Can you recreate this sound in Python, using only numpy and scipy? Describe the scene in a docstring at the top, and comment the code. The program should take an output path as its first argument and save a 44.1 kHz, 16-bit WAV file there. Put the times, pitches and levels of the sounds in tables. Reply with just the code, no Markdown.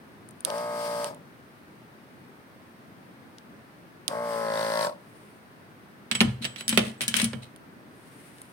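"""An electric desoldering gun sucks solder from a circuit board in two bursts, in a quiet room.
The trigger clicks; a diaphragm pump spins up, buzzes over rushing air, squeals faintly and coasts down.
In the second burst the nozzle seals, so the pump labours and its valve rasps. Fingers rub on the board.
Then the gun is fumbled into its metal stand: impacts and friction excite the modes of stand, barrel
and bench top. A last faint rub and a few ticks follow."""
import sys
import numpy as np
from scipy import signal
from scipy.fft import rfft, irfft
from scipy.io import wavfile
from scipy.ndimage import uniform_filter1d

SR = 44100
rng = np.random.default_rng(int(sys.argv[2]) if len(sys.argv) > 2 else 0)


def dump_mix(stems):
    """Bounce the given channels to the path in sys.argv[1] as a 16-bit WAV at rate SR."""
    frames = np.atleast_2d(stems).T  # one column per channel
    limited = np.clip(frames, -1, 1)  # hard clip at full scale
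    pcm = np.round(limited * 32767).astype(np.int16)
    wavfile.write(sys.argv[1], SR, pcm)


N = 375732
T = np.arange(N) / SR

# trigger held, one row a burst: press t/s, release t/s
TRIGGER = [(.449, 1.046), (4.08, 4.825)]
# running speed of the motor, one list a burst: t/s, rotation f/Hz
MOTOR_SPEED = [
    [(0.55, 58.3), (0.6, 59.8), (0.8, 58.8), (1.03, 58.6)],
    [(4.18, 59), (4.252, 58.4), (4.456, 55.8), (4.546, 55), (4.72, 55.2), (4.81, 55.2)],
]
# hiss as the nozzle shifts on the joint, one list a burst: t/s, relative level/dB
AIRFLOW = [
    [(0.53, -53.5), (0.578, -51.5), (0.68, -57.5), (0.836, -48.5), (0.88, -47.5), (0.886, -51), (1.03, -50)],
    [(4.11, -55.5), (4.2, -60), (4.328, -51.5), (4.498, -54.5), (4.584, -49), (4.796, -48), (4.82, -45)],
]
# vacuum: t/s, load/1 (0 nozzle open, 0.5 narrowed, 1 sealed)
VACUUM_LOAD = [(.45, 0.12), (1.1, 0.024), (4.1, 0.29), (4.28, 0.33), (4.44, 0.59), (4.6, 0.91),
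               (4.69, 0.75), (4.78, 1)]

def pump(trigger, speed, airflow, spin_up_s=.023, coast_s=.17, wobble=.0023, throb=.26):
    """Rotational inertia: the motor gains and loses speed exponentially, pacing diaphragm and valve."""
    on, off = trigger
    live = (T > on) & (T < off + .22)
    t = T[live]
    running_hz, flow_db, load = (curve(table, t) for table in (speed, airflow, VACUUM_LOAD))
    strain = np.clip(2 * load - 1, 0, 1)
    starting = np.exp(-(t - on) / spin_up_s)
    spin = (1 - starting) * np.exp(-np.maximum(t - off, 0) / coast_s)
    turns = np.cumsum(running_hz * spin * (1 + wobble * walk(60)[live])) / SR
    buzz = diaphragm(turns, spin, load) * (1 - starting) * pan(2.5) + flutter(starting)
    # under strain the working stroke stands out from the return stroke
    stroke = 1 + throb * strain * np.cos(2 * np.pi * (turns - .2))
    machine = buzz * stroke + valve(turns) * strain * spin ** 2
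    sound = machine * pump_envelope(t - on, t - off, load) + nozzle_air(flow_db, t - off)
    out = np.zeros((2, N))
    out[:, live] = sound * np.clip((t[-1] - t) / .04, 0, 1)
    return out

def pump_envelope(since_press, since_release, load, db=-31, vacuum_db=4.5, attack_s=.014, hold_s=.045):
    """Exponential rise and decay: a vacuum raises the level, holds it briefly, then brakes it harder."""
    fall_db_per_s = 160 + 126 * load
    fall_db = fall_db_per_s * np.maximum(since_release - hold_s * load, 0)
    return undb(db + vacuum_db * load ** 2 - fall_db) * (1 - np.exp(-since_press / attack_s))

# pump spectra at running speed, nozzle open, narrowed and sealed: harmonic number, relative level/dB
HARMONICS_OPEN = [(1, -50), (2, -27), (3, -18.5), (4, -19.5), (5, -25), (6, -24), (7, -26), (8, -11),
                  (9, -19.5), (10, 2.5), (11, -8), (12, -13), (13, -29), (14, -13), (15, -7), (16, -12),
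                  (17, -11), (18, -13.5), (19, -12.5), (20, -38), (21, -7.5), (22, -11.5), (23, -34),
                  (24, -36), (25, -24), (26, -26), (27, -16.5), (28, -20), (29, -24), (30, -32), (31, -33),
                  (32, -25), (33, -40), (34, -33), (35, -33), (36, -20), (37, -36), (38, -33)]
HARMONICS_NARROWED = [(1, -43), (2, -26), (3, -19.5), (4, -14), (5, -27), (6, -29), (7, -19), (8, -9),
                      (9, -15.5), (10, 0.5), (11, -10.5), (12, -13), (13, -30), (14, -14), (15, -7),
                      (16, -25.5), (17, -29), (18, -5), (19, -8), (20, -35), (21, -13.5), (22, -35),
                      (23, -8.5), (24, -49), (25, -18), (26, -24), (27, -19), (28, -21), (29, -71),
                      (30, -16), (31, -22), (32, -24)]
HARMONICS_SEALED = [(1, -46), (2, -31), (3, -16.5), (4, -19), (5, -30), (6, -27), (7, -19), (8, -27),
                    (9, -13), (10, -3), (11, 3.5), (12, -15), (13, -11.5), (14, -25), (15, -11), (16, -11),
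                    (17, -3), (18, -17.5), (19, -5.5), (20, -3.5), (21, -30), (22, -32), (23, -16),
                    (24, -17), (25, -11), (26, -22), (27, -17), (28, -13), (29, -27), (30, -12), (31, -12),
                    (32, -17), (33, -12), (34, -31), (35, -22), (36, -36), (37, -12.5), (38, -29)]

def diaphragm(turns, spin, load, lag_rad=.38):
    """Forced vibration: one kick a turn gives harmonics that glide through fixed housing resonances."""
    orders = np.transpose(HARMONICS_OPEN)[0]
    spectra = [np.transpose(table) for table in (HARMONICS_OPEN, HARMONICS_NARROWED, HARMONICS_SEALED)]
    shares = [np.interp(load, [0, .5, 1], row) for row in np.eye(3)]
    # minimum phase: a causal body shifts each partial by the Hilbert transform of its log gain
    log_gains = [np.log(undb(np.pad(np.interp(orders, *s), 1, mode="edge"))) for s in spectra]
    phases = np.array([-signal.hilbert(np.r_[g, g[-2:0:-1]]).imag[1:] for g in log_gains])
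    out = 0
    for k, phase_by_load in zip(orders, phases.T):
        db = sum(share * np.interp(k * spin, *spectrum) for share, spectrum in zip(shares, spectra))
        phase = np.interp(np.mean(load), [0, .5, 1], phase_by_load)
        channel_lag = antiphase(lag_rad * min(k / 10, 2))
        out = out + undb(db) * np.cos(2 * np.pi * k * turns + phase + channel_lag)
    running_power = uniform_filter1d(np.mean(out ** 2, axis=0), size=1600)
    return out / np.sqrt(running_power + 1e-12)

def flutter(starting, db=-20, start_boost_db=24):
    """Aperiodic vibration: noise roughens the buzz, most of all until the motor is up to speed."""
    spectrum = [(60, -30), (150, -4), (400, -6), (600, 0), (800, -7), (1200, -5), (2200, -14), (4000, -40)]
    return unit(colour(noise(len(starting)), spectrum)) * undb(db + start_boost_db * starting)

# valve rasp: f/Hz, relative level/dB
VALVE_SPECTRUM = [(900, -24), (1900, 15), (2700, -1.5), (3350, 1), (3800, 2), (4400, 4), (4900, -8),
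                  (5600, 1), (6500, -3), (8800, -18), (11000, -30)]

def valve(turns, db=-13):
    """Pulsed flow: the valve opens just ahead of each kick, blows for half a turn and rings its reed."""
    puff = unit(np.maximum(np.sin(2 * np.pi * (turns + .25)), 0)) ** 2
    rasp = unit(board_echo(colour(noise(len(turns)), VALVE_SPECTRUM)) * puff)
    reed = resonate(noise(len(turns)) * puff, hz=4280, width_hz=380, db=-3)
    return (rasp + reed) * undb(db) * pan(1)

# rushing air with the nozzle's hollow resonances: f/Hz, relative level/dB
NOZZLE_SPECTRUM = [(1200, -7), (2200, 16), (2800, 2), (3100, 1.5), (4000, -7), (4900, -4), (6500, 1),
                   (7600, -3), (8900, -0.5), (10000, -2.5), (10900, 1.5), (12200, -8.5), (14000, -10.5),
                   (15800, -2)]

def nozzle_air(flow_db, since_release, gain_db=8, hold_s=.027, fall_db_per_s=323):
    """Turbulence: the stream hisses and whistles; it needs a fast motor, so it dies before the buzz."""
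    hiss = unit(board_echo(colour(noise(len(flow_db)), NOZZLE_SPECTRUM)))
    whistle = resonate(noise(len(flow_db)), hz=4800, width_hz=570, db=-7.5)
    fall_db = fall_db_per_s * np.maximum(since_release - hold_s, 0)
    return (hiss + whistle) * undb(gain_db + flow_db - fall_db) * pan(5.1)

def board_echo(x, extra_path_m=.08, gain=.75):
    """Comb filtering: the reflection off the board interferes with the direct sound, making it hollow."""
    return x + gain * np.roll(x, int(extra_path_m / 343 * SR), axis=1)

# faint falling squeal as each burst ends: t/s, duration/s, first f/Hz, last f/Hz, level/dB
SQUEALS = [(1.055, .07, 12000, 5200, -55), (4.795, .09, 11600, 6700, -41)]

def squeals():
    """Frequency modulation: a thin, unsteady tone glides down as each burst ends."""
    out = np.zeros((2, N))
    for s, length, from_hz, to_hz, db in SQUEALS:
        size = int(length * SR)
        hz = np.geomspace(from_hz, to_hz, size) * (1 + .03 * walk(1500)[:size])
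        swell = undb(db + 3 * walk(120)[:size]) * np.hanning(size)
        add(out, s, swell * np.sin(2 * np.pi * np.cumsum(hz) / SR) * pan(4.4))
    return out

# trigger and nozzle ticks: t/s, relative level/dB, treble over body/dB, left minus right/dB
TICKS = [(.2882, -36.5, 17, 9), (0.309, -38, 18, 3.5), (.406, -32.5, 29, 7), (0.4492, -11.5, 3.5, -7.5),
         (0.5017, -24.5, -8, 2), (0.5819, -32.5, -2, 6), (1.044, -23.5, -1, -12), (1.1463, -40, 9, -8),
         (3.3838, -38, -13, 3.5), (4.0801, -13, .5, -12.5), (7.5612, -38, 5, -3.5), (8.3839, -43, -1, 5),
         (8.4171, -30.5, 16, 1)]
# tick noise: f/Hz, relative level/dB
TICK_SPECTRUM = [(300, -26), (1200, 3), (2300, -15), (3000, -0.5), (4200, -0.5), (6500, -5.5), (8200, -0.5),
                 (9500, 13.5), (11500, -9), (15500, -6)]

def ticks(rise_s=.0005, snap_t60=.0073, casing_db=-24, casing_t60=.04):
    """Impulse excitation: a brief, hard contact gives a broadband snap and a faint ring of the casing."""
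    out, t = np.zeros((2, N)), T[:4096]
    envelope = np.minimum(t / rise_s, 1) * (fade(t, snap_t60) + undb(casing_db) * fade(t, casing_t60))
    for s, db, treble_db, pan_db in TICKS:
        grain = unit(colour(noise(len(t)), TICK_SPECTRUM))
        body = unit(band(grain, 2600, 6500, order=4)) + undb(-24) * unit(band(grain, 500, 2600))
        treble = undb(treble_db) * unit(band(grain, 5150, 15000))
        add(out, s, unit(body + treble) * envelope * undb(db + 1) * pan(pan_db))
    return out

# gun on stand: t/s, relative level/dB, treble over body/dB, bass over body/dB, left minus right/dB
KNOCKS = [(6.1137, -10, -10.5, -11.5, -2), (6.1522, -13, -12, -12.5, -1.5), (6.2056, -7, -14, -18, -1),
          (6.2119, -8, -6.5, -0.5, -1.5), (6.4445, -21, -9.5, -8.5, -9), (6.4516, -15, -12, -10, 1),
          (6.5607, -29, -12, -12, -7), (6.6091, -26, -5, -7, -3), (6.68, -14.5, 15, -8, -2.5),
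          (6.6928, -12, 13, -13, 0), (6.7274, -21, -16, 1, -2), (6.7751, -4, -7, -3.5, -3),
          (6.791, -17.5, -22, -7.5, 8), (6.8678, -33, -4, -11, 9), (7.0082, -17.5, -6, -5, 3),
          (7.0156, -16.5, 1.5, -14, -1), (7.0804, -11, 16, -8, 1), (7.1413, -11.5, -10, -14, -2),
          (7.167, -14.5, 5, -24, 11.5), (7.199, -14.5, -6, -6, 5), (7.2178, -16, 7, -5.5, 0),
          (7.2434, -14, 11, -4.5, 0), (7.3324, -25, -15, 7.5, -9)]
# contact noise of metal on metal: f/Hz, relative level/dB
CONTACT_SPECTRUM = [(180, -34), (300, -8), (348, -4.5), (502, -1.5), (812, -13), (927, -6), (1230, -7),
                    (2020, -1.5), (3060, 1), (4410, -7), (6040, -11), (7010, -15), (9140, -4.5),
                    (12300, -22.5), (15800, -18)]
# modes of the stand's metal: f/Hz, relative level/dB, T60/s
STAND_MODES = [(1380, -14, .1), (1698, -8, .14), (1950, -7, .07), (2260, -4, .09), (2420, -6, .07),
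               (2750, -10, .05), (3011, -8, .22), (3090, -7, .13), (3161, -8, .2), (3370, -10, .12),
               (3720, -5, .055), (4020, -7, .06), (5400, -10, .04), (8700, -9, .05), (9150, -9, .05),
               (9640, -11, .06), (15100, -12, .06)]

def knocks(crack_db=3, crack_t60=.0066, rattle_db=-2, rattle_t60=.067, ring_db=-10):
    """Impact: the barrel strikes the stand with a crack and a dense rattle, and the metal rings freely."""
    out, t = np.zeros((2, N)), T[:20000]
    envelope = undb(crack_db) * fade(t, crack_t60) + undb(rattle_db) * fade(t, rattle_t60)
    for s, db, treble_db, bass_db, pan_db in KNOCKS:
        grain = colour(noise(len(t)), CONTACT_SPECTRUM)
        # long waves reach both channels nearly alike
        bass = undb(bass_db) * unit(band(grain[0] + grain * .5, 170, 1770))
        body = unit(band(grain, 1230, 7000))
        treble = undb(treble_db) * unit(band(grain, 4930, 14800)) * pan(1.8)
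        blow = unit(bass + body + treble) * envelope
        metal = ring(STAND_MODES, t, scatter_db=.5, spread_rad=2.7) * undb(ring_db)
        add(out, s, (blow + metal) * undb(db - 8) * pan(pan_db))
    return out

# ringing of the barrel: struck t/s, damped t/s, f/Hz, level/dB, T60/s
BARREL_RINGS = [(6.114, 6.151, 8020, -27, 0.09), (6.15, 6.21, 7910, -25, 0.13),
                (6.446, 6.58, 7850, -38.5, 0.27), (6.584, 6.693, 7900, -44, 0.52),
                (6.695, 6.78, 7860, -34, 0.38), (6.979, 7.081, 7960, -57, 0.46)]

def barrel(damped_t60=.03):
    """Contact damping: one high mode of the steel tube rings until the next touch cuts it short."""
    out, t = np.zeros((2, N)), T[:12000]
    for s, until, hz, db, t60 in BARREL_RINGS:
        damping = fade(np.maximum(t - (until - s), 0), damped_t60)
        add(out, s, undb(db) * fade(t, t60) * damping * np.sin(2 * np.pi * hz * t + antiphase(.6)))
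    return out

# gun sliding along the stand: t/s, duration/s, relative level/dB, squeak over slide/dB
SLIDES = [(6.122, 0.16, -51, -20), (6.414, 0.048, -47.5, 2), (6.561, 0.042, -47.5, 2.5),
          (6.687, 0.058, -35, -11), (6.765, 0.13, -47, -13), (7.008, 0.019, -31.5, -21),
          (7.075, 0.053, -45, -12), (7.149, 0.072, -30, -21), (7.417, 0.016, -52.5, 1)]

def sliding(attack_s=.011, t60=.15, grit_db=3, singing_db=-9, patchy_db=4):
    """Stick-slip friction: tiny slips crunch and keep the stand's modes singing; light slides squeak."""
    pressure, squeaking = 0, 0
    for s, length, db, squeak_db in SLIDES:
        slide = undb(db) * np.clip((T - s) / attack_s, 0, 1) * fade(np.maximum(T - s - length, 0), t60)
        pressure += slide
        squeaking += slide * undb(squeak_db)
    chatter = unit(noise() * undb(2.87 * rng.exponential(size=N) + patchy_db * walk(180)))
    slips = chatter * pressure
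    response = ring(STAND_MODES, T[:12000], scatter_db=1, spread_rad=2)
    singing = signal.fftconvolve(slips, response / np.sqrt(np.sum(response ** 2) / 2), axes=1)[:, :N]
    grit = unit(band(colour(slips, CONTACT_SPECTRUM), 1160, 16000, order=1)) * np.std(slips)
    squeak = resonate(chatter, hz=4000, width_hz=140, db=0) * squeaking
    return undb(singing_db) * singing + undb(grit_db) * grit + squeak

# the gun's weight landing: t/s, stand base level/dB, bench top level/dB
LANDINGS = [(6.207, -16.5, -29), (6.25, -22, -21), (6.406, -34.5, -54), (6.725, -24.5, -34.5),
            (6.776, -19.5, -35.5), (6.87, -32, -55), (7.227, -20, -32), (7.335, -30, -36)]
# modes of the stand's base and of the bench top: f/Hz, relative level/dB, T60/s
BASE_MODES = [(202.8, -1.5, 0.23), (224.7, 5.5, 0.2), (254, -2, 0.042)]
BENCH_MODES = [(77.7, -12, 0.46), (108.2, -3, 0.4), (128.1, 1.5, 0.44), (161, -1, 0.12)]

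def thumps(rise_s=.0036, knock_to_base_db=-22, knock_to_bench_db=-31.5):
    """Structure-borne sound: each landing and knock drives low modes of the stand's base and the bench."""
    out, t = np.zeros((2, N)), T[:26000]
    shakes = [(s, db + knock_to_base_db, db + knock_to_bench_db) for s, db, *_ in KNOCKS]
    for s, base_db, bench_db in list(LANDINGS) + shakes:
        base = undb(base_db) * ring(BASE_MODES, t, scatter_db=.7, spread_rad=.2) * pan(2.2)
        bench = undb(bench_db) * ring(BENCH_MODES, t, scatter_db=.7, spread_rad=.1)
        add(out, s, (base + bench) * (1 - np.exp(-t / rise_s)) ** 2)
    return out

# fingers shifting on the board: t/s, duration/s, level/dB
RUBS = [(4.95, 0.54, -63), (7.833, 0.82, -57.5)]

def fingers(patchy_db=2):
    """Friction noise: dry skin rubs faintly as the board is turned; each rub swells and fades."""
    spectrum = [(200, -20), (900, -20), (2000, 5), (4000, -5),
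                (7000, -10), (9300, 4), (11000, -6), (16000, -15)]
    rub = colour(noise(), spectrum) * undb(patchy_db * walk(40))
    swell = sum(undb(db) * np.sin(np.pi * np.clip((T - s) / length, 0, 1)) for s, length, db in RUBS)
    return unit(rub) * swell * pan(2.2)

# background noise of the room: f/Hz, relative level/dB
AMBIENT_SPECTRUM = [(25, -36), (45, -17), (80, -12.5), (120, -3.5), (235, -2), (300, -4), (460, -10),
                    (880, -15), (1800, -18), (3200, -28), (5000, -32.5), (7600, -41), (8700, -32.5),
                    (10500, -38), (15800, -37)]
# how unlike its two channels are: f/Hz, side minus mid/dB
AMBIENT_WIDTH = [(30, -5), (70, -12.5), (150, -7.5), (300, -9), (600, -3.5), (1200, 2), (3000, 0),
                 (15000, 0)]

def room_air(db=-52, waver_db=1.5):
    """Partial coherence: a soft hiss and wavering rumble, most alike between channels in the bass."""
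    mid, side = colour(noise(), AMBIENT_SPECTRUM)
    air = (mid + antiphase(colour(side, AMBIENT_WIDTH))) / np.std(mid)
    waver = band(air, 106, 430, order=1) * (undb(waver_db * walk(8.2)) - 1)
    return (air + waver) * undb(db) * pan(.77)

def room(x, wet_db, t60):
    """Reverberation: a small furnished room adds a short, dull tail to the direct sound."""
    t = T[:18000]
    spectrum = [(100, 5.5), (700, 7.5), (3000, -4.5), (8000, -2), (15000, -17)]
    decay = fade(t, t60)
    tail = colour(noise(len(t)), spectrum) * decay * (t > .004) / np.sqrt(np.sum(decay ** 2))
    return x + undb(wet_db) * signal.fftconvolve(x, tail, axes=1)[:, :N]

def ring(modes, t, scatter_db, spread_rad):
    """Modal superposition: damped sines whose level, tuning and channel phases vary with each blow."""
    out = 0
    for hz, db, t60 in modes:
        size, detune, *phases = rng.standard_normal(4)
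        angle = 2 * np.pi * hz * (1 + .0026 * detune) * t + spread_rad * np.array(phases)[:, None]
        out = out + undb(db + scatter_db * size) * fade(t, t60) * np.sin(angle)
    return out

def resonate(x, hz, width_hz, db):
    """Resonance: one narrow band of x, at an rms level in dB."""
    return unit(band(x, hz - width_hz / 2, hz + width_hz / 2, order=1)) * undb(db)

def colour(x, points):
    """Spectral shaping by a curve through points of f/Hz, level/dB."""
    hz, db = np.transpose(points)
    f = np.fft.rfftfreq(x.shape[-1], 1 / SR) + 1
    return irfft(rfft(x) * undb(np.interp(np.log(f), np.log(hz), db)), x.shape[-1])

def band(x, lo_hz, hi_hz, order=2):
    """Causal band-pass."""
    return signal.sosfilt(signal.butter(order, [lo_hz, hi_hz], "band", fs=SR, output="sos"), x)

def noise(size=N):
    """Uncorrelated white noise, left and right."""
    return rng.standard_normal((2, size))

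def walk(rate_hz):
    """Random modulation: Gaussian values joined by straight lines."""
    knots = rng.standard_normal(4096)
    return .91 * np.interp(T * rate_hz, np.arange(len(knots)), knots)

def curve(table, t):
    """Linear interpolation of a timed table."""
    return np.interp(t, *np.transpose(table))

def fade(t, t60):
    """Exponential decay, 60 dB down after t60."""
    return np.exp(-np.log(1000) * t / t60)

def undb(db):
    """Level to amplitude ratio."""
    return 10 ** (np.asarray(db) / 20)

def unit(x):
    """Normalisation to rms 1."""
    return x / np.sqrt(np.mean(x ** 2) + 1e-20)

def antiphase(x):
    """Opposite signs, left and right."""
    return x * np.array([[1], [-1]])

def pan(db):
    """Channel gains for a level difference, left minus right."""
    return undb(antiphase(db) / 2)

def add(out, s, x):
    """Superposition of x on out from time s."""
    i = int(s * SR)
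    out[:, i:i + x.shape[1]] += x[:, :N - i]

def scene():
    """Superposition: two close bursts of suction, then the more reverberant stand, over the room's air."""
    gun = sum(pump(*burst) for burst in zip(TRIGGER, MOTOR_SPEED, AIRFLOW)) + squeals() + ticks()
    stand = knocks() + barrel() + sliding()
    in_room = room(gun, wet_db=-20, t60=.3) + room(stand, wet_db=-10, t60=.36)
    return in_room + thumps() + fingers() + room_air()

def record(dry, low_cut_hz=60, high_cut_hz=15900):
    """Band limiting: filters shed the deepest bass and cut the very top."""
    lean = signal.sosfilt(signal.butter(3, low_cut_hz, "high", fs=SR, output="sos"), dry)
    return signal.sosfilt(signal.ellip(10, .2, 80, high_cut_hz, fs=SR, output="sos"), lean)

dry = scene()
out = record(dry)
dump_mix(out)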